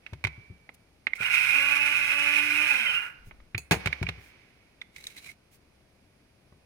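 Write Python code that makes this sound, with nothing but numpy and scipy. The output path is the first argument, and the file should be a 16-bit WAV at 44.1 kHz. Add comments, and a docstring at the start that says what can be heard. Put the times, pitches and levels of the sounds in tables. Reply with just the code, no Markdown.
"""A kitchen counter, with an electric blade grinder close to a two-port microphone.
It is shaken, its lid button clicks, and the blade whirls seeds round a steel cup for two seconds and coasts down.
Then it is knocked on the counter to settle the grounds, and the plastic lid is slid off.
Sine orders and a coil buzz make the motor, coloured grains the seeds and slides, noise snaps and damped sines
the clicks and blows, and filtered noise the room tone."""
import sys
import numpy as np
from scipy import signal
from scipy.fft import rfft, irfft, next_fast_len
from scipy.io import wavfile
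from scipy.ndimage import map_coordinates

SR = 44100
rng = np.random.default_rng(int(sys.argv[2]) if len(sys.argv) > 2 else 0)


def log_audio(samples):
    """Write samples as a 16-bit WAV file to the path given in sys.argv[1]."""
    # one column per channel
    frames = np.atleast_2d(samples).T
    # limit to full scale, then quantise
    limited = np.clip(frames, -1, 1)
    pcm = np.round(limited * 32767).astype(np.int16)
    wavfile.write(sys.argv[1], SR, pcm)


N = 293265
T = np.arange(N) / SR
RELEASE_S = 2.71  # the drive goes off


def amp(db):
    """Decibels to gain."""
    return 10 ** (np.asarray(db) / 20)


def evened(x):
    """Scales to an rms of one."""
    return x / np.sqrt(np.mean(x ** 2) + 1e-20)


def read(points, hz):
    """Reads a spectrum table on a log-frequency axis."""
    f, value = np.transpose(points)
    return np.interp(np.log(hz + 1), np.log(f + 1), value)


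def lift(peaks, hz):
    """The dB that a set of resonances adds at hz."""
    return sum(db / (1 + (2 * (hz - at) / width) ** 2) for at, width, db in peaks)


def add(mix, s, sound):
    """Mixes a sound in at time s."""
    part = mix[..., max(round(s * SR), 0):][..., :sound.shape[-1]]
    part += sound[..., :part.shape[-1]]


def gate(on_s, off_s, edge_s=0.0074):
    """One between two moments, with soft edges."""
    return np.clip(np.minimum(T - on_s, off_s - T) / edge_s + .5, 0, 1)


def bump(s, half_s):
    """A bell-shaped swell of height one."""
    return np.exp(-((T - s) / half_s) ** 2)


def wander(hz):
    """Slow chance, up to about hz."""
    knots = rng.standard_normal(N)
    return evened(map_coordinates(knots, [T * hz + 2], order=1))


def noise(count):
    """Two unrelated white noises."""
    return rng.standard_normal((2, count))


def grains(per_s, spread_db):
    """Two trains of tiny impacts, of uneven size where spread_db is above zero."""
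    size = amp(spread_db * np.minimum(rng.exponential(1, (2, N)), 4))
    sign = rng.choice([-1, 1], (2, N))
    return size * sign * (rng.random((2, N)) < per_s / SR)


def causal(db_at, size=4096):
    """The causal (minimum-phase) impulse response of a dB spectrum."""
    log_gain = np.log(amp(db_at(abs(np.fft.fftfreq(size, 1 / SR)))))
    return np.fft.ifft(np.exp(np.conj(signal.hilbert(log_gain)))).real[:size // 2]


# How alike the two close ports hear a sound. Each row: frequency in Hz, left-right likeness from 0 to 1.
PORT_LIKENESS = [(300, 0.9), (700, 0.19), (1500, 0.4), (2500, 0.56), (5000, 0.057)]


def colour(pair, spectrum, peaks=()):
    """Gives two unrelated drives a spectrum and resonances, and makes them partly alike as at the two ports."""
    count = next_fast_len(pair.shape[1])
    hz = np.fft.rfftfreq(count, 1 / SR)
    a, b = rfft(pair, count)
    same = np.clip(read(PORT_LIKENESS, hz), 0, 1)
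    ports = irfft(np.array([a, same * a + np.sqrt(1 - same ** 2) * b]), count)
    ring = causal(lambda f: read(spectrum, f) + lift(peaks, f))
    return evened(signal.oaconvolve(ports, ring[None], axes=1)[:, :pair.shape[1]])


def drifting(pair, share, hz):
    """Lets all the resonances of a steady sound slide up and down together by a small share."""
    at = np.arange(N) + np.cumsum(share * wander(hz))
    return np.array([map_coordinates(port, [at], order=3, mode="mirror") for port in pair])


def modes(table, detune):
    """Damped sines of a struck object, slightly different at each blow."""
    t = T[:SR // 2]
    out = np.zeros(len(t))
    for hz, db, t60 in table:
        struck_hz = hz * (1 + detune * rng.standard_normal())
        out += amp(db - 60 * t / t60) * np.sin(2 * np.pi * struck_hz * t)
    return out


# Tone of the kitchen air. Each row: frequency in Hz, relative level in dB.
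AIR_SPECTRUM = [(20, -7.5), (60, 5.5), (160, 1), (700, -8), (1100, -13.5), (2200, -22.5), (5000, -19.5),
                (7500, -28.5), (10000, -24), (15000, -37.5)]


def room_tone(level_db=-62.0):
    """Steady noise with the spectrum of the room at rest."""
    return amp(level_db) * colour(noise(N), AIR_SPECTRUM)


# Grounds slide in the moved cup and settle. Each row: start in seconds, relative level in dB, fading in dB per second.
SETTLING_SLIDES = [(0.0, -60, 39.5), (.26, -59, 46), (3.08, -59, 45), (3.74, -43, 28)]
# Tone of the sliding grounds. Each row: frequency in Hz, relative level in dB.
SLIDE_SPECTRUM = [(100, 0.5), (2300, -0.5), (5500, -7.5), (7500, -21), (15000, -29)]
# A narrow 2.3 kHz ring of the microphone port under the slides. Each row: frequency in Hz, width in Hz, lift in dB.
PORT_RING_PEAK = [(2270, 84, 5)]


def settling(level_db=-3, rise_s=0.07):
    """Many tiny grain impacts blur into a hiss that fades as the grounds come to rest."""
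    level = np.zeros(N)
    for s, db, fade in SETTLING_SLIDES:
        since = np.maximum(T - s, 0)
        level += np.clip(since / rise_s, 0, 1) * amp(db - fade * since)
    return level * amp(level_db) * colour(grains(per_s=6700, spread_db=1.0), SLIDE_SPECTRUM, PORT_RING_PEAK)


# The plastic lid and its button click. Each row: start in seconds, relative snap level in dB, treble tilt in dB,
# low-middle tilt in dB, note in Hz, note peak in dB.
LID_CLICKS = [(0.0633, -39, -15, -7, 2580, -42.5), (0.1323, -44, -1, 10.5, 2510, -60),
              (0.2396, -32.5, 1.5, 5, 2280, -30), (0.2481, -26.5, -8, -1, 2210, -22.5),
              (0.2691, -31, -6, -1.5, 2100, -39), (0.69, -46, -15, 9, 2060, -44),
              (1.0675, -24, -17.5, -2.5, 2100, -21), (1.1329, -36.5, -11.5, -5.5, 2104, -22),
              (3.3099, -44.5, -30.5, 4.5, 2170, -55), (3.401, -57.5, -12, 11.5, 2010, -57),
              (3.5463, -27.5, -25, -4.5, 2470, -31.5), (3.8584, -24, -0.5, -1.5, 2370, -41),
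              (3.871, -25.5, -4.5, 3.5, 2300, -28.5), (3.927, -28, -9, -6, 2260, -24.5),
              (4.027, -34.5, 2.5, 10, 2310, -32.5), (4.066, -33, -21, -13, 2400, -31),
              (4.0879, -25, -8.5, -1, 2280, -35), (4.814, -46.5, -2.5, -6, 3550, -32),
              (4.8163, -43, -6, -10, 2010, -37.5), (4.961, -44, 6, -16, 2190, -44.5),
              (5.0394, -50, 14.5, -8, 4140, -39), (5.0678, -44.5, 17.5, -12, 3840, -27),
              (6.523, -69, -9, 24.5, 1900, -69.5)]
# Tone of the plastic. Each row: frequency in Hz, relative level in dB.
PLASTIC_SPECTRUM = [(400, 6.5), (1200, 12.5), (3600, 5.5), (6000, 1.5), (10000, -6), (15000, -16)]
# Resonances of the clicking lid. Each row: frequency in Hz, width in Hz, lift in dB.
LID_PEAKS = [(2215, 130, 1.5), (3846, 900, 5)]


def clicks(swell_s=0.0019, snap_t60=0.031, rise_s=0.00099, chatter_db=-22, chatter_t60=0.093):
    """Each click is a rough snap, a few cycles of the note of the spot that is struck, and a brief chatter."""
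    out, t = np.zeros((2, N)), T[:SR // 4]
    swell = (t / swell_s * np.exp(1 - t / swell_s)) ** 3
    decay = amp(-60 * t / snap_t60) + amp(chatter_db - 60 * t / chatter_t60)
    contact = (1 - np.exp(-t / rise_s)) * decay
    for s, snap_db, treble_db, low_db, hz, note_db in LID_CLICKS:
        tilt = [(900, low_db), (1800, 0), (2800, 0), (7000, treble_db)]  # (Hz, dB)
        plastic = causal(lambda f: read(PLASTIC_SPECTRUM, f) + read(tilt, f))
        drive = contact * colour(noise(len(t)), [(0, 0)], LID_PEAKS)
        snap = signal.fftconvolve(drive, plastic[None], axes=1)[:, :len(t)]
        note = swell * np.sin(2 * np.pi * hz * t)
        add(out, s, amp(snap_db) * snap + amp(note_db) * note)
    return out


# The body bumps against hand and counter. Each row: start in seconds, peak level in dB.
BODY_THUDS = [(0.127, -31.5), (0.246, -25.5), (0.378, -39), (0.5, -34.5), (3.271, -42), (3.546, -26.5),
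              (3.71, -20.5), (3.76, -28.5), (3.86, -21), (4.015, -19.5), (4.086, -28.5), (4.174, -42),
              (6.522, -48.5)]
# Modes of the body. Each row: frequency in Hz, drive level in dB, decay t60 in seconds.
BODY_MODES = [(67.3, -7.5, 0.4), (90, 14, 0.066), (107.7, 8, 0.064), (152.7, -7, 0.15), (191.2, -13, 0.1),
              (373, -11, 0.054)]


def thuds(rise_s=0.018):
    """The heavy body rocks for a few cycles after each bump."""
    out = np.zeros(N)
    for s, db in BODY_THUDS:
        push = modes(BODY_MODES, detune=0.074) * (1 - np.exp(-T[:SR // 2] / rise_s))
        rock = np.gradient(push)
        add(out, s, amp(db) * rock / abs(rock).max())
    return out


def jolt_note(jolt_s=.25, level_db=-55, note_hz=2310, t60=1.2):
    """After a jolt, one long fading note near 2.3 kHz, a damped sine."""
    out = np.zeros(N)
    add(out, jolt_s, amp(level_db - 60 * T / t60) * np.sin(2 * np.pi * note_hz * T))
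    return out


# Fingers brush the plastic. Each row: start in seconds, level in dB, length in seconds.
FINGER_BRUSHES = [(0.734, -56.5, 0.025), (3.231, -63.5, 0.088), (4.152, -63, 0.2), (5.495, -60.5, 0.094)]
# Bright tone of brushes and clinks. Each row: frequency in Hz, relative level in dB.
FIZZ_SPECTRUM = [(100, -31), (3000, 1), (9000, 3.5), (15000, 1.5)]


def brushes():
    """Each stroke of the fingers is a smooth swell of bright friction noise."""
    out = np.zeros((2, N))
    for s, db, length in FINGER_BRUSHES:
        stroke = np.hanning(round(length * SR))
        add(out, s, amp(db) * stroke * colour(noise(len(stroke)), FIZZ_SPECTRUM))
    return out


# The lid creaks against the cup, pressed down or pulled off. Each row: start in seconds, swell in seconds,
# note in Hz, level in dB.
LID_CREAKS = [(1.15, 0.01, 2250, -46), (4.981, 0.0028, 2010, -55), (5.1669, 0.0018, 2160, -47.5),
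              (5.172, 0.0079, 4000, -44.5), (5.242, 0.0046, 3990, -51.5), (5.261, 0.0025, 2380, -50),
              (5.271, 0.003, 2270, -49), (5.283, 0.01, 2150, -51)]
# Tone of plastic scraping on steel. Each row: frequency in Hz, relative level in dB.
SCRAPE_SPECTRUM = [(100, -1), (1200, -6), (3100, -3.5), (9000, -4), (15000, -12)]


def lid_slips(width_hz=450, lift_db=19):
    """The lid sticks and slips in jerks, each a short swell of noise round one resonance."""
    out, t = np.zeros((2, N)), T[:SR // 10]
    for s, swell_s, hz, db in LID_CREAKS:
        creak = colour(noise(len(t)), SCRAPE_SPECTRUM, [(hz, width_hz, lift_db)])
        add(out, s, amp(db) * t / swell_s * np.exp(1 - t / swell_s) * creak)
    return out


# The shaft runs, shakes as grounds cake on the blade, and begins to slow. Each row: time in seconds, mean turns
# per second, relative level of the first order in dB, relative level of the upper orders in dB.
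SHAFT_RUN = [(1.5, 257.8, -67.5, -50.5), (1.562, 275.8, -49, -43.5), (1.686, 284.5, -53, -44),
             (1.89, 290.2, -53, -46), (2.078, 287.5, -60, -51.5), (2.174, 286.7, -51.5, -43.5),
             (2.392, 292.5, -45.5, -46), (2.562, 297.3, -43.5, -57.5), (2.632, 302.0, -43.5, -45),
             (2.69, 298, -55, -49), (2.724, 283, -51.5, -46), (2.78, 250, -48, -49.5),
             (2.85, 217, -49, -42.5)]
START_S, SPIN_UP_BEND = 1.162, 2.4
COAST_S, COAST_BEND = 0.37, 1.35  # from the last row to rest


def shaft_speed():
    """Turns a second: the shaft spins up, runs, and is braked by friction."""
    s, speed = np.transpose(SHAFT_RUN)[:2]
    to_go = np.clip((s[0] - T) / (s[0] - START_S), 0, 1)
    coasted = np.clip((T - s[-1]) / COAST_S, 0, 1)
    return np.interp(T, s, speed) * (1 - to_go ** SPIN_UP_BEND) * (1 - coasted) ** COAST_BEND


def shaft_angle(speed, jitter=.004, stumble=.028):
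    """The shaft wavers under the load of seeds, and stumbles a little in them once the drive is off."""
    waver = np.where(T < RELEASE_S, jitter, stumble)
    return 2 * np.pi * np.cumsum(speed * (1 + waver * wander(hz=59.97))) / SR


# Upper orders of the shaft. Each row: multiple of the shaft speed, relative level in dB.
UPPER_ORDERS = [(2, -4.5), (3, -1.5), (4, 2.5), (6, -1.5), (9, -0.5), (10, 7.5), (11, -15)]
# Resonances of the steel cup. Each row: frequency in Hz, width in Hz, lift in dB.
CUP_PEAKS = [(1420, 78, 6.5), (2052, 220, 7), (2440, 100, 11), (2598, 70, 9.5), (2773, 30, 11.5),
             (5304, 570, 8.5), (8680, 550, 9)]


def motor(speed, angle, shake_db=3, whine_db=2.0, coast_power=5, flutter=0.26, coast_flutter=1.2):
    """Shaft orders swell on crossing the cup's resonances, and chatter once the drive is off."""
    s, _, first_db, upper_db = np.transpose(SHAFT_RUN)
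    pace = speed / speed.max()
    chatter = np.where(T < RELEASE_S, flutter, coast_flutter)
    shake = amp(shake_db + np.interp(T, s, first_db)) * pace ** 2 * np.cos(angle)
    shake *= 1 + .5 * chatter * wander(hz=46.5)
    whine = np.zeros(N)
    for k, db in UPPER_ORDERS:
        order = np.cos(round(k) * angle + 2 * np.pi * rng.random())
        whine += amp(db + lift(CUP_PEAKS, k * speed)) * order * (1 + chatter * wander(hz=44.91))
    return shake + whine * amp(whine_db + np.interp(T, s, upper_db)) * pace ** coast_power


def coil_hum(on_s=1.205, off_s=2.77, hum_hz=120, level_db=-55, inrush_db=19.5, inrush_s=0.018):
    """The field coils buzz at twice the mains frequency while current flows, hardest in the first rush."""
    rush_db = inrush_db * np.exp(-np.maximum(T - on_s, 0) / inrush_s)
    return gate(on_s, off_s) * amp(level_db + rush_db) * np.sin(2 * np.pi * hum_hz * T)


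# The heap tumbles into the blade (+) or leaves it running in a hollow (-). Each row: time in seconds,
# load in dB, half length in seconds.
HEAP_TUMBLES = [(1.289, -6, 0.018), (1.327, 0, 0.005), (2.365, 3, 0.05), (2.951, 2.5, 0.025)]
BITE_DB, BITE_S = 9, 0.24  # the blade first bites into the settled heap


def blade_force(speed):
    """How hard the blade strikes: its speed times the load of seeds in its way."""
    bite_db = BITE_DB * np.exp(-np.maximum(T - START_S, 0) / BITE_S)
    load_db = bite_db + sum(db * bump(s, half_s) for s, db, half_s in HEAP_TUMBLES)
    return speed / speed.max() * amp(load_db)


# Tones of seeds, fine grit and housing under the blade. Each row: frequency in Hz, relative level in dB.
RATTLE_SPECTRUM = [(100, -57), (900, -12.5), (1700, -9.5), (2100, 0), (2550, 3), (3000, -2.5), (3800, -3),
                   (5000, -15), (8000, -17)]
GRIT_SPECTRUM = [(100, -44), (2500, -12.5), (4200, -2.5), (5600, 5), (7600, 2), (8700, 0.5), (11000, 7.5),
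                 (13000, -8), (15500, -22)]
HOUSING_SPECTRUM = [(30, -61), (110, -12.5), (220, -26.5), (410, -11), (540, -18), (800, -8), (1230, -5),
                    (1500, 4.5), (1800, -6), (3000, -28)]
FLING_HZ = 55.3  # below this many turns a second the blade only stirs the seeds


def seeds(speed, angle, rattle_db=-33.5, grit_db=-46.8, housing_db=-38.5, rattle_power=1.19, grit_power=.7,
          housing_power=0.088, swirl=.24, clump_db=1.14, lurch_db=0.4):
    """The blade flings seeds at the cup, in clumps and once a turn; each layer follows its force in its own way.
    The resonances of rattle and housing drift as the heap swirls."""
    force = blade_force(speed)
    flung = speed ** 4 / (speed ** 4 + FLING_HZ ** 4)
    throw = (1 + swirl * np.cos(angle)) * amp(clump_db * wander(hz=60.2))

    hits = throw * grains(per_s=12000, spread_db=0.0)
    roar = drifting(colour(hits, RATTLE_SPECTRUM, CUP_PEAKS), share=.003, hz=14)
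    rattle = amp(rattle_db) * force ** rattle_power * roar

    dust = throw * grains(per_s=16000, spread_db=7.5)
    grit = amp(grit_db) * force * (speed / speed.max()) ** grit_power
    grit = grit * colour(dust, GRIT_SPECTRUM, CUP_PEAKS)

    knocking = throw * grains(per_s=9000, spread_db=1.5)
    shell = drifting(colour(knocking, HOUSING_SPECTRUM, CUP_PEAKS), share=.012, hz=18)
    housing = amp(housing_db + lurch_db * wander(hz=24.37)) * force ** housing_power * shell
    return flung * (rattle + grit + housing)


def cup_echo(x, echo_db=-11, t60=0.045):
    """Sound bounces round inside the closed cup, which cuts the same narrow peaks into it for both ports."""
    t = T[:SR // 10]
    bounces = rng.standard_normal(len(t)) * amp(-60 * t / t60)
    wet = signal.oaconvolve(x, bounces[None] / np.linalg.norm(bounces), axes=1)[:, :N]
    return (x + amp(echo_db) * wet) / np.hypot(1, amp(echo_db))


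# Hard knocks, from the kick of the starting motor and on the counter. Each row: start in seconds,
# blow level in dB, blow decay t60 in seconds, clink level in dB, relative metal ring level in dB.
HARD_KNOCKS = [(1.203, -38.5, 0.15, -59.5, -62.5), (3.579, -40, 0.063, -34.5, -40),
               (3.710, -14, 0.11, -56, -42.5), (3.7196, -20, 0.13, -39, -33)]
# Tone of the blow. Each row: frequency in Hz, relative level in dB.
BLOW_SPECTRUM = [(50, -46.5), (170, 4), (250, -12), (390, 2.5), (540, -9.5), (800, -5.5), (1300, -13.5),
                 (4000, -20.5), (7000, -26.5), (15000, -34)]
# Modes of the steel. Each row: frequency in Hz, relative level in dB, decay t60 in seconds.
STEEL_MODES = [(2510, -5.5, 0.065), (4450, -4, 0.074), (4240, -24.5, 0.27), (6750, -7.5, 0.14),
               (8000, -13.5, 0.16), (9700, -17.5, 0.28), (12700, -21, 0.12)]


def knocks(count=4, clink_t60=0.046):
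    """A hard blow jars every loose part at once, clinks, and sets clusters of steel modes ringing."""
    out, t = np.zeros((2, N)), T[:SR // 2]
    for s, db, t60, clink_db, ring_db in HARD_KNOCKS:
        jar = colour(noise(len(t)), BLOW_SPECTRUM) * amp(db - 60 * t / t60)
        clink = colour(noise(len(t)), FIZZ_SPECTRUM) * amp(clink_db - 60 * t / clink_t60)
        steel = np.array([sum(modes(STEEL_MODES, detune=0.024) for _ in range(count)) for port in out])
        add(out, s, jar + clink + amp(ring_db) * steel)
    return out


# Thin squeals at the start and in the coast. Each row: loudest time in seconds, half length in seconds,
# pitch there in Hz, glide in Hz per second, relative level in dB.
THIN_SQUEALS = [(1.258, 0.013, 2850, 4998.5, -31.5), (1.34, 0.024, 2324, 2997, -39),
                (2.879, 0.095, 3050, -800, -33.5), (2.933, 0.081, 2760, 700, -34)]


def squeal(width_hz=45):
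    """Narrow, fuzzy tones that swell, glide and die as the shaft speeds up or slows."""
    out = np.zeros(N)
    for s, half_s, hz, glide, db in THIN_SQUEALS:
        phase = 2 * np.pi * np.cumsum(hz + glide * (T - s)) / SR
        tone = wander(width_hz) * np.cos(phase) + wander(width_hz) * np.sin(phase)
        out += amp(db) * bump(s, half_s) * tone
    return out


# Low rumble of the moving body. Each row: frequency in Hz, relative level in dB.
SWAY_SPECTRUM = [(20, 0), (34, 10), (80, -8), (400, -69)]


def sway(at_s=3.33, half_s=0.13, level_db=-49.5):
    """The grinder is tipped and shaken, a single swell of low noise."""
    return amp(level_db) * bump(at_s, half_s) * colour(noise(N), SWAY_SPECTRUM)


# Resonances of the rubbed lid. Each row: frequency in Hz, width in Hz, lift in dB.
SQUEAK_PEAKS = [(2240, 230, 8), (3950, 220, 11.5)]


def lid_rub(start_s=4.945, end_s=5.325, start_db=-57, rise_db_per_s=6.5, stick_db=3):
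    """The lid rubs up the side of the cup, harder as it goes, in uneven grains of friction, and comes free."""
    rub = gate(start_s, end_s, edge_s=0.043) * amp(start_db + rise_db_per_s * (T - start_s))
    friction = colour(grains(per_s=2400, spread_db=0.5), SCRAPE_SPECTRUM, SQUEAK_PEAKS)
    return rub * amp(stick_db * wander(hz=162.4)) * drifting(friction, share=0.018, hz=30.3)


# How long the kitchen rings. Each row: frequency in Hz, decay t60 in seconds.
KITCHEN_T60 = [(100, 0.13), (500, 1), (2200, 0.57), (6000, 0.15), (14000, 0.46)]


def kitchen(x, size=256):
    """A diffuse tail, each band dying at its own speed."""
    taps = noise(SR // 2) * (T[:SR // 2] > .005)
    hz, t, z = signal.stft(taps, SR, nperseg=size)
    decay = amp(-60 * t / read(KITCHEN_T60, hz)[:, None])
    tail = signal.istft(z * decay, SR, nperseg=size)[1]
    return signal.fftconvolve(x, tail / np.linalg.norm(tail[0]), axes=1)[:, :N]


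def scene():
    """The grinder, its handling and the room."""
    speed = shaft_speed()
    angle = shaft_angle(speed)
    drive = motor(speed, angle) + coil_hum()
    grinding = cup_echo(seeds(speed, angle)) + squeal()
    blows = clicks() + thuds() + jolt_note() + knocks()
    handling = settling() + brushes() + lid_slips() + sway() + lid_rub()
    reverb = kitchen(amp(-21.0) * blows + amp(-14.0) * grinding)
    return room_tone() + drive + grinding + blows + handling + reverb


# The right port rings near 2.3 kHz. Each row: frequency in Hz, level against the left port in dB.
RIGHT_PORT_SPECTRUM = [(100, -2.5), (600, -3), (1100, -4.5), (1450, 2.5), (1850, 6), (2200, 12.5),
                       (2500, 12), (2900, 6.5), (3600, 1), (5000, -1), (6500, 0), (7600, -8), (9000, 0),
                       (14000, 1)]


def record(dry, lag_s=0.00013, edge_hz=15900):
    """Sound reaches the right port of the microphone a little later and rings in it; then the band limit."""
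    late = map_coordinates(dry[1], [(T - lag_s) * SR], order=3)
    right = signal.oaconvolve(late, causal(lambda f: read(RIGHT_PORT_SPECTRUM, f)))[:N]
    low_pass = signal.firwin(511, edge_hz, window=("kaiser", 9), fs=SR)
    return signal.oaconvolve(np.array([dry[0], right]), low_pass[None], "same", axes=1)


dry = scene()
out = record(dry)
log_audio(out)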